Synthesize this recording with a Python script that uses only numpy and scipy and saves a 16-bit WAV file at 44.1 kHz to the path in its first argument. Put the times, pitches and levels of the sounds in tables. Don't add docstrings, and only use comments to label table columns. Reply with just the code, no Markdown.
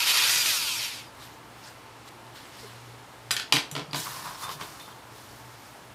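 import sys
import numpy as np
from scipy import signal
from scipy.io import wavfile

SR = 44100
rng = np.random.default_rng(int(sys.argv[2]) if len(sys.argv) > 2 else 0)


def unload_wav(signal):
    wavfile.write(
        sys.argv[1],
        SR,
        np.round(np.clip(np.atleast_2d(signal).T, -1, 1) * 32767).astype(np.int16),
    )


def how_loud(loudness_db):
    steps = np.asarray(loudness_db, float) / 20
    return 10 ** steps


N = 261954

# (time [s], level [dB])
DRILL_LEVEL = [
    (0.0, -23),
    (0.052, -24),
    (0.07, -19.5),
    (0.154, -19),
    (0.438, -24.5),
    (0.654, -29.5),
    (0.838, -31.5),
    (0.994, -43),
    (1.12, -63),
]
# (time [s], loss [dB], half width [s])
BIT_SNAGS = [
    (0.132, 3.7, 0.0095),
    (0.438, 1.45, .01),
    (.52, -2.5, 0.054),
]
# (multiple of tooth rate [1], level [dB])
TOOTH_HARMONICS = [(1, 0), (2, -1.5), (4, -2), (5, 4), (6, 2), (7, 2), (8, 2.5), (9, 0), (10, -6), (11, 0),
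                   (12, 6.5), (13, 0.5), (14, 2), (15, -3), (16, -6), (18, -5), (20, 7)]
# (frequency [Hz], response [dB])
CASING_RADIATION = [(450, -26), (980, 1.5), (1500, -19), (2350, 9.5), (3400, 5.5), (3950, 0.5), (4800, 10),
                    (6800, -2.5), (10000, -9), (14000, -22)]
# (frequency [Hz], width [Hz], level [dB])
CASING_MODES = [(972, 46, -6), (1420, 45, -8), (2530, 60, -0.5), (3116, 16, 6.5), (4480, 83, 6),
                (4930, 43, -17.5), (5670, 130, -18.5), (6540, 59, -16), (7700, 61, -9), (9600, 78, -3.5),
                (11270, 210, 2.5)]
# (frequency [Hz], density [dB per Hz])
GEAR_SPECTRUM = [(88, -60), (150, -46.5), (352, -18.5), (786, -15), (969, -12), (1310, -3), (1780, -5.5),
                 (2460, 1), (4680, -3), (7000, -37.5), (9100, -32), (15400, -120)]
# (frequency [Hz], density [dB per Hz])
FAN_SPECTRUM = [(2940, -10.5), (5000, -3.5), (5940, 1.5), (6660, -6), (7190, -5), (11600, -7.5),
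                (15100, -10), (15700, -21)]

# (frequency [Hz], level [dB], t60 [s])
TOOL_MODES = [(1541, -8, 0.012), (2220, -19.5, 0.019), (2520, -8, 0.0154), (2950, -3.5, .018),
              (3400, -6.5, 0.0127), (4230, 7, 0.015), (4567, -3, 0.0254), (4728, -4, 0.028)]
# (frequency [Hz], level [dB], t60 [s])
CHUCK_MODES = [(6029, -2, .02), (7214, -2, .02), (7607, -2, .02), (8258, -6, .015), (9860, -5, .015),
               (10310, -3, .015), (11470, -5, .012), (11900, -6, .012)]
# (frequency [Hz], level [dB], t60 [s])
PIPE_MODES = [(460.5, 3, 0.0395), (642, -6, 0.039), (885, -17.5, 0.0095), (1020, 10, 0.0276),
              (1205, -0.5, 0.0106), (1295, -17, .02), (1470, -24.5, 0.013)]
# (frequency [Hz], level [dB], t60 [s])
AIR_MODES = [(145, 0.5, 0.139), (284.2, -9, 0.18)]

# (time [s], peak level [dB], air-column thud [dB])
TOOL_DOWN = [
    (3.3081, -11, -51),
    (3.3659, -13, -53),
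    (3.3775, -29, -55),
    (3.397, -17, -53),
    (3.4198, -28, -58),
]
PIPE_RATTLE = [
    (3.5239, -3, -49),
    (3.552, -13, -37),
    (3.561, -15.5, -30.5),
    (3.567, -13, -25.5),
    (3.5842, -27, -36),
]
PIPE_END = [
    (3.7521, -19.5, -47),
    (3.7637, -21.5, -28.5),
    (3.7785, -26, -34),
    (3.7949, -26.5, -38),
    (3.932, -21, -31),
    (3.9451, -18.5, -43),
    (3.9605, -27, -34.5),
]
HAND_TAPS = [
    (2.2662, -44, -62.5),
    (2.3567, -47, -65),
    (2.4544, -36, -59),
    (4.4923, -30, -56.5),
    (4.5154, -31.5, -45.5),
    (4.611, -26, -51.5),
    (4.6233, -31, -42),
    (4.798, -37, -52),
]
TICKS = [
    (3.3128, -21, -55),
    (3.537, -24.5, -25),
    (3.714, -32.5, -53),
    (4.002, -34, -60),
]
BIT_SNAPS = [
    (.295, -13.5, -66.5),
    (.36, -16.5, -53),
    (.458, -13.5, -62),
]
# (chuck level [dB], pipe wall level [dB])
OBJECT_COLOURS = [
    (-11.5, -25),
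    (-11, -17),
    (-20, -7.5),
    (-20, -7.5),
    (9.5, -18),
    (-15.5, -23.5),
]
# (time [s], peak level [dB], frequency [Hz], t60 [s])
SOFT_BUMPS = [
    (2.629, -41.5, 460, 0.084),
    (2.644, -40, 410, 0.12),
    (3.722, -31, 145, 0.203),
    (3.815, -30, 150, 0.086),
    (3.884, -34.5, 143, 0.145),
    (3.992, -32.5, 148.3, 0.162),
    (4.038, -40, 1020, 0.156),
    (4.55, -36.5, 145, 0.153),
    (4.883, -32.5, 894, 0.078),
]
# (time [s], peak level [dB], frequency [Hz], t60 [s])
STEEL_PINGS = [
    (3.313, -20.5, 4970, 0.046),
    (3.946, -27, 4750, .03),
    (3.911, -36.5, 4750, 0.03),
    (4.35, -41, 5340, 0.075),
    (4.437, -36.5, 3580, 0.22),
    (4.53, -48.5, 3590, .3),
    (4.61, -48, 3590, 0.25),
    (4.802, -44, 3585, 0.21),
    (4.82, -44.5, 3585, 0.39),
    (4.925, -46, 3250, .04),
]

# (time [s], peak level [dB], 20 dB rise [s], 20 dB fall [s])
RUB_STROKES = [
    (1.23, -47, .12, 0.2),
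    (1.68, -50, 0.2, 0.1),
    (2.09, -46.5, 0.04, 0.0047),
    (2.36, -49, .035, 0.324),
    (2.6, -49.5, 0.2741, 0.4332),
]
# (time [s], peak level [dB], 20 dB rise [s], 20 dB fall [s])
SLIDE_STROKES = [
    (3.96, -35, 0.029, 0.583),
    (4.25, -41.5, .1, 0.25),
    (4.44, -39, 0.138, .08),
    (4.52, -40.5, 0.13, 0.1),
    (4.61, -46, 0.034, 0.58),
    (4.8, -48.5, .03, .3),
    (5.16, -52.5, .15, 1.6),
    (5.7, -55, 1.4, 0.18),
]
# (time [s], peak level [dB], 20 dB rise [s], 20 dB fall [s])
DRAG_STROKES = [
    (3.97, -43, 0.023, 0.036),
    (4.064, -40, 0.023, 0.76),
    (4.17, -40, 0.17, 0.168),
    (4.262, -39, 0.067, 0.23),
    (4.438, -36, 0.071, 0.124),
    (4.512, -39.5, 0.21, .08),
    (4.618, -38.5, 0.06, 0.044),
    (4.64, -45.5, .02, 0.263),
    (4.888, -44, .02, .07),
]
# (frequency [Hz], density [dB per Hz])
RUSTLE_SPECTRUM = [(710, -39), (1200, -33), (1370, 2), (1830, -4.5), (3740, -3.5), (4080, -2.5),
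                   (11900, -14), (16000, -19)]
# (frequency [Hz], density [dB per Hz])
SLIDE_SPECTRUM = [(940, -36), (1600, -4), (2850, -13), (3630, 2.5), (3960, -3.5), (5180, -3), (7120, -8),
                  (10600, -8), (14100, -11), (16000, -13.5)]

# (frequency [Hz], t60 [s])
GARAGE_DECAY = [(150, 0.497), (1000, 0.26), (4000, 0.266), (12000, 0.19)]
# (frequency [Hz], density [dB per Hz])
FLOOR_SPECTRUM = [(15, -61), (25, -43), (56, -7.5), (87, -14.5), (117, -3.5), (149, -14), (285, -9.5),
                  (463, -11.5), (988, -9), (1560, -14.5), (3080, -20.5), (5570, -27), (11000, -31),
                  (11900, -38), (16000, -36)]
# (time [s], peak level [dB])
HUM_SWELLS = [(.38, -54.5), (.81, -55), (1.27, -56), (1.55, -55.5), (1.971, -56), (2.29, -53), (2.75, -50),
              (2.9, -48), (3.33, -51.5), (3.99, -53), (4.5, -62), (5.15, -56.5), (5.5, -51.5), (5.9, -55.5)]
# (frequency [Hz], width [Hz], level [dB])
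WHISTLE_TONES = [(301.15, 8.2, -67), (900.3, 12.6, -62.5), (3000, 12, -71), (12200, 79, -73.5),
                 (14411, 8, -84)]

EDGES = 22 * 2 ** np.arange(0, 9.7, 1 / 3)

LOADED_HZ, LOADED_RISE_HZ_PER_S, FREE_HZ = 463.2, 520, 982.7
THROUGH_S, SPIN_UP_S, RELEASE_S, COAST_S = .24, .075, .41, .48
CLEAN_LOADED_DB, CLEAN_FREE_DB, CLEAN_WAVER_DB = -18.5, -12, 2
HISS_LOADED_DB, HISS_FREE_DB, HISS_SLOWING_DB = -6.5, -2.5, 0.5
FLAWS_DB, CASING_SPREAD = 11, 1.3
DRAG_WIDTH_HZ = 230
DRAG_BOOM_HZ, DRAG_BOOM_WIDTH_HZ, DRAG_BOOM_DB = 149, 42.6, -11.5
FIDGET_DB, FIDGET_FROM_S, FIDGET_TO_S = -65.5, 1.5, 3.3
HUM_HZ, HUM_RISE_S, HUM_FALL_S, HUM_LOW_DB = 117.5, 0.396, 0.24, -61
FLOOR_DB, CUTOFF_HZ = -48.5, 15950


def drill():
    tooth_hz, free, hiss_db = motor()
    clean_db = CLEAN_LOADED_DB + (CLEAN_FREE_DB - CLEAN_LOADED_DB) * free + CLEAN_WAVER_DB * drift(10.5)
    teeth = np.cumsum(tooth_hz * (1 + 0.0022 * drift(25))) / SR
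    wobble = how_loud(0.5 * np.sin(2 * np.pi * teeth / 40))

    worn = rng.standard_normal((2, 240))
    flaws = worn[:, (teeth / 4 % 1 * worn.shape[1]).astype(int)]
    flawed = how_loud(clean_db + FLAWS_DB)
    rattle = rms_one(grains(9000, spread_db=3.0)) + flawed * flaws

    ringing = 0
    for k, (hz, width, db) in enumerate(CASING_MODES):
        mode = resonate(rattle[k % 2], hz, CASING_SPREAD * width) / np.sqrt(width)
        ringing = ringing + how_loud(db) * (-1) ** k * mode
    grind = colour(rattle, GEAR_SPECTRUM, patchy_db=2.0, rate=15)
    casing = (grind + how_loud(-5.5) * rms_one(ringing)) / np.hypot(1, flawed)

    whine = 0
    for k, db in TOOTH_HARMONICS:
        harmonic_db = db + at_hz(CASING_RADIATION, k * tooth_hz) + 5.2 * drift(22)
        whine = whine + how_loud(harmonic_db) * np.sin(2 * np.pi * k * teeth)
    hiss = colour(rattle, FAN_SPECTRUM, patchy_db=1.5, rate=23) / np.hypot(1, flawed)
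    together = casing + how_loud(clean_db - 14.5) * whine + how_loud(hiss_db) * hiss
    return wobble * snags() * gain_curve(DRILL_LEVEL) * together


def motor():
    t = np.arange(N) / SR
    free = np.clip((t - THROUGH_S) / SPIN_UP_S, 0, 1)
    free = free * free * (3 - 2 * free)
    loaded_hz = LOADED_HZ + LOADED_RISE_HZ_PER_S * np.minimum(t, RELEASE_S)
    driven_hz = (1 - free) * loaded_hz + free * FREE_HZ
    coasted = np.clip(t - RELEASE_S, 0, 1) / COAST_S
    hiss_db = HISS_LOADED_DB + (HISS_FREE_DB - HISS_LOADED_DB) * free - HISS_SLOWING_DB * coasted / np.log(2)
    return driven_hz * np.exp(-coasted), free, hiss_db


def snags():
    t = np.arange(N) / SR
    return how_loud(-sum(loss_db * np.exp(-((t - s) / half_s) ** 2) for s, loss_db, half_s in BIT_SNAGS))


def knocks():
    s, db, _, top, body = contacts()
    tool = strike(s, db - 19, TOOL_MODES, scatter_db=3)
    chuck = strike(s, db + top - 13, CHUCK_MODES, scatter_db=3)
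    pipe = strike(s, db + body - 14, PIPE_MODES, scatter_db=2)
    tool_crack = crack(s, db + 0.5, 1400, 4650, t60=0.0284)
    chuck_crack = crack(s, db + top - 9.0, 6940, 11800, t60=0.0513)
    pipe_crack = crack(s, db + body + 6, 413, 1310, t60=0.045)
    return band(tool + chuck + pipe + tool_crack + chuck_crack + pipe_crack, 205, 16000)


def thuds():
    s, _, low, _, _ = contacts()
    soft = sum(ring(at, peak_db, hz, t60) for at, peak_db, hz, t60 in SOFT_BUMPS)
    boom = band(strike(s, low, AIR_MODES, scatter_db=3.5) + soft, 143.2, 590)
    return boom + sum(ring(at, peak_db, hz, t60) for at, peak_db, hz, t60 in STEEL_PINGS)


def contacts():
    objects = [TOOL_DOWN, PIPE_RATTLE, PIPE_END, HAND_TAPS, TICKS, BIT_SNAPS]
    return np.transpose([row + tint for rows, tint in zip(objects, OBJECT_COLOURS) for row in rows])


def strike(s, db, modes, scatter_db):
    luck = rng.normal(0, scatter_db, (len(s), len(modes)))
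    return sum(ring(s, db + mode_db + luck[:, k], hz, t60) for k, (hz, mode_db, t60) in enumerate(modes))


def crack(s, db, low_hz, high_hz, t60):
    clicks = np.full(N, 1e-18)
    clicks[np.round(s * SR).astype(int)] = how_loud(db)
    dying = signal.lfilter([1], [1, -how_loud(-60 / (t60 * SR))], clicks)
    return band(dying * rng.standard_normal(N), low_hz, high_hz)


def handling():
    fine, chatter = grains(7000, spread_db=0.0), grains(1600, spread_db=1.0)
    fidget = gain_curve([(FIDGET_FROM_S, FIDGET_DB), (FIDGET_TO_S, FIDGET_DB)])
    rustle = (strokes(RUB_STROKES) + fidget) * colour(fine, RUSTLE_SPECTRUM, patchy_db=2.0, rate=12.1)
    slide = strokes(SLIDE_STROKES) * colour(fine, SLIDE_SPECTRUM, patchy_db=1.5, rate=47)
    wall = 0
    for k, (hz, db, _) in enumerate(PIPE_MODES[1:]):
        wall = wall + how_loud(1.14 * db + 1.92 * drift(25.0)) * resonate(chatter[k % 2], hz, DRAG_WIDTH_HZ)
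    air = resonate(chatter[0], DRAG_BOOM_HZ, DRAG_BOOM_WIDTH_HZ)
    drag = rms_one(wall) + how_loud(DRAG_BOOM_DB) * rms_one(air)
    return rustle + slide + strokes(DRAG_STROKES) * drag


def strokes(rows, rest_db=-120):
    t = np.arange(N) / SR
    lines = []
    for s, db, rise_s, fall_s in rows:
        lines.append(db - 20 * np.where(t < s, (s - t) / rise_s, (t - s) / fall_s))
    return how_loud(np.maximum(np.max(lines, axis=0), rest_db))


def garage(x):
    t = np.arange(SR // 2) / SR
    white = rng.standard_normal((2, len(t)))
    tail = 0
    for k, (low, high) in enumerate(zip(EDGES[10:], EDGES[11:])):
        tail = tail + band(white[k % 2], low, high) * how_loud(-60 * t / at_hz(GARAGE_DECAY, low))
    tail = tail * np.clip(t / 0.011, 0, 1)
    return signal.fftconvolve(x, tail / np.sqrt(np.sum(tail ** 2)))[:N]


def background():
    white = rng.standard_normal((2, N))
    swells = strokes([(s, db, HUM_RISE_S, HUM_FALL_S) for s, db in HUM_SWELLS], HUM_LOW_DB)
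    turns = np.cumsum(HUM_HZ + 1.616 * drift(3.165)) / SR
    hum = np.sqrt(2) * swells * np.sin(2 * np.pi * turns)
    whistles = 0
    for hz, width, db in WHISTLE_TONES:
        narrow = resonate(resonate(white[0], hz, width), hz, width)
        whistles = whistles + how_loud(db) * rms_one(narrow)
    return how_loud(FLOOR_DB) * colour(white, FLOOR_SPECTRUM, patchy_db=0.54, rate=1.63) + hum + whistles


def rms_one(x):
    return x / np.sqrt(np.mean(x ** 2) + 1e-20)


def gain_curve(rows):
    t = np.arange(N) / SR
    s, db = np.transpose(rows)
    fade = np.interp(t, [s[0] - .02, s[0], s[-1], s[-1] + .02], [0, 1, 1, 0])
    return fade * how_loud(np.interp(t, s, db))


def at_hz(points, hz):
    points_hz, values = np.transpose(points)
    return np.interp(np.log(hz), np.log(points_hz), values)


def drift(rate):
    r = np.exp(-80 * np.pi * rate / SR)
    slow = signal.lfilter([1], [1, -2 * r, r * r], rng.standard_normal(N // 40 + 2002))[2000:]
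    return np.interp(np.arange(N) / 40, np.arange(len(slow)), rms_one(slow))


def band(x, low_hz, high_hz):
    return signal.sosfilt(signal.butter(2, [low_hz, high_hz], "band", fs=SR, output="sos"), x)


def colour(sources, spectrum, patchy_db, rate):
    out = 0
    for k, (low, high) in enumerate(zip(EDGES, EDGES[1:])):
        hz = np.sqrt(low * high)
        if spectrum[0][0] <= hz <= spectrum[-1][0]:
            gain = how_loud(at_hz(spectrum, hz) + patchy_db * drift(rate))
            out = out + gain * band(sources[k % 2], low, high)
    return rms_one(out)


def grains(per_s, spread_db):
    sizes = how_loud(spread_db * np.minimum(rng.exponential(1, (2, N)), 4)) * rng.choice([-1, 1], (2, N))
    return sizes * (rng.random((2, N)) < per_s / SR) + 1e-18


def resonate(x, hz, width):
    r = np.exp(-np.pi * width / SR)
    poles = [1, -2 * r * np.cos(2 * np.pi * hz / SR), r * r]
    return signal.lfilter(np.array([1, 0, -1]) * (1 - r * r) / 2, poles, x)


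def ring(s, db, hz, t60):
    clicks = np.full(N, 1e-18)
    clicks[np.round(np.atleast_1d(s) * SR).astype(int)] = how_loud(db)
    r, w = how_loud(-60 / (t60 * SR)), 2 * np.pi * hz / SR
    return signal.lfilter([0, np.sin(w)], [1, -2 * r * np.cos(w), r * r], clicks)


def scene():
    hits = knocks()
    return (hits + how_loud(-3.5) * garage(hits) + thuds() + drill() + handling() + background())[None]


def low_pass(x):
    return signal.sosfilt(signal.butter(12, 16300, fs=SR, output="sos"), x)


def record(dry):
    steep = signal.cheby2(18, 60, CUTOFF_HZ, fs=SR, output="sos")
    return low_pass(signal.sosfilt(steep, dry))


dry = scene()
out = record(dry)
unload_wav(out)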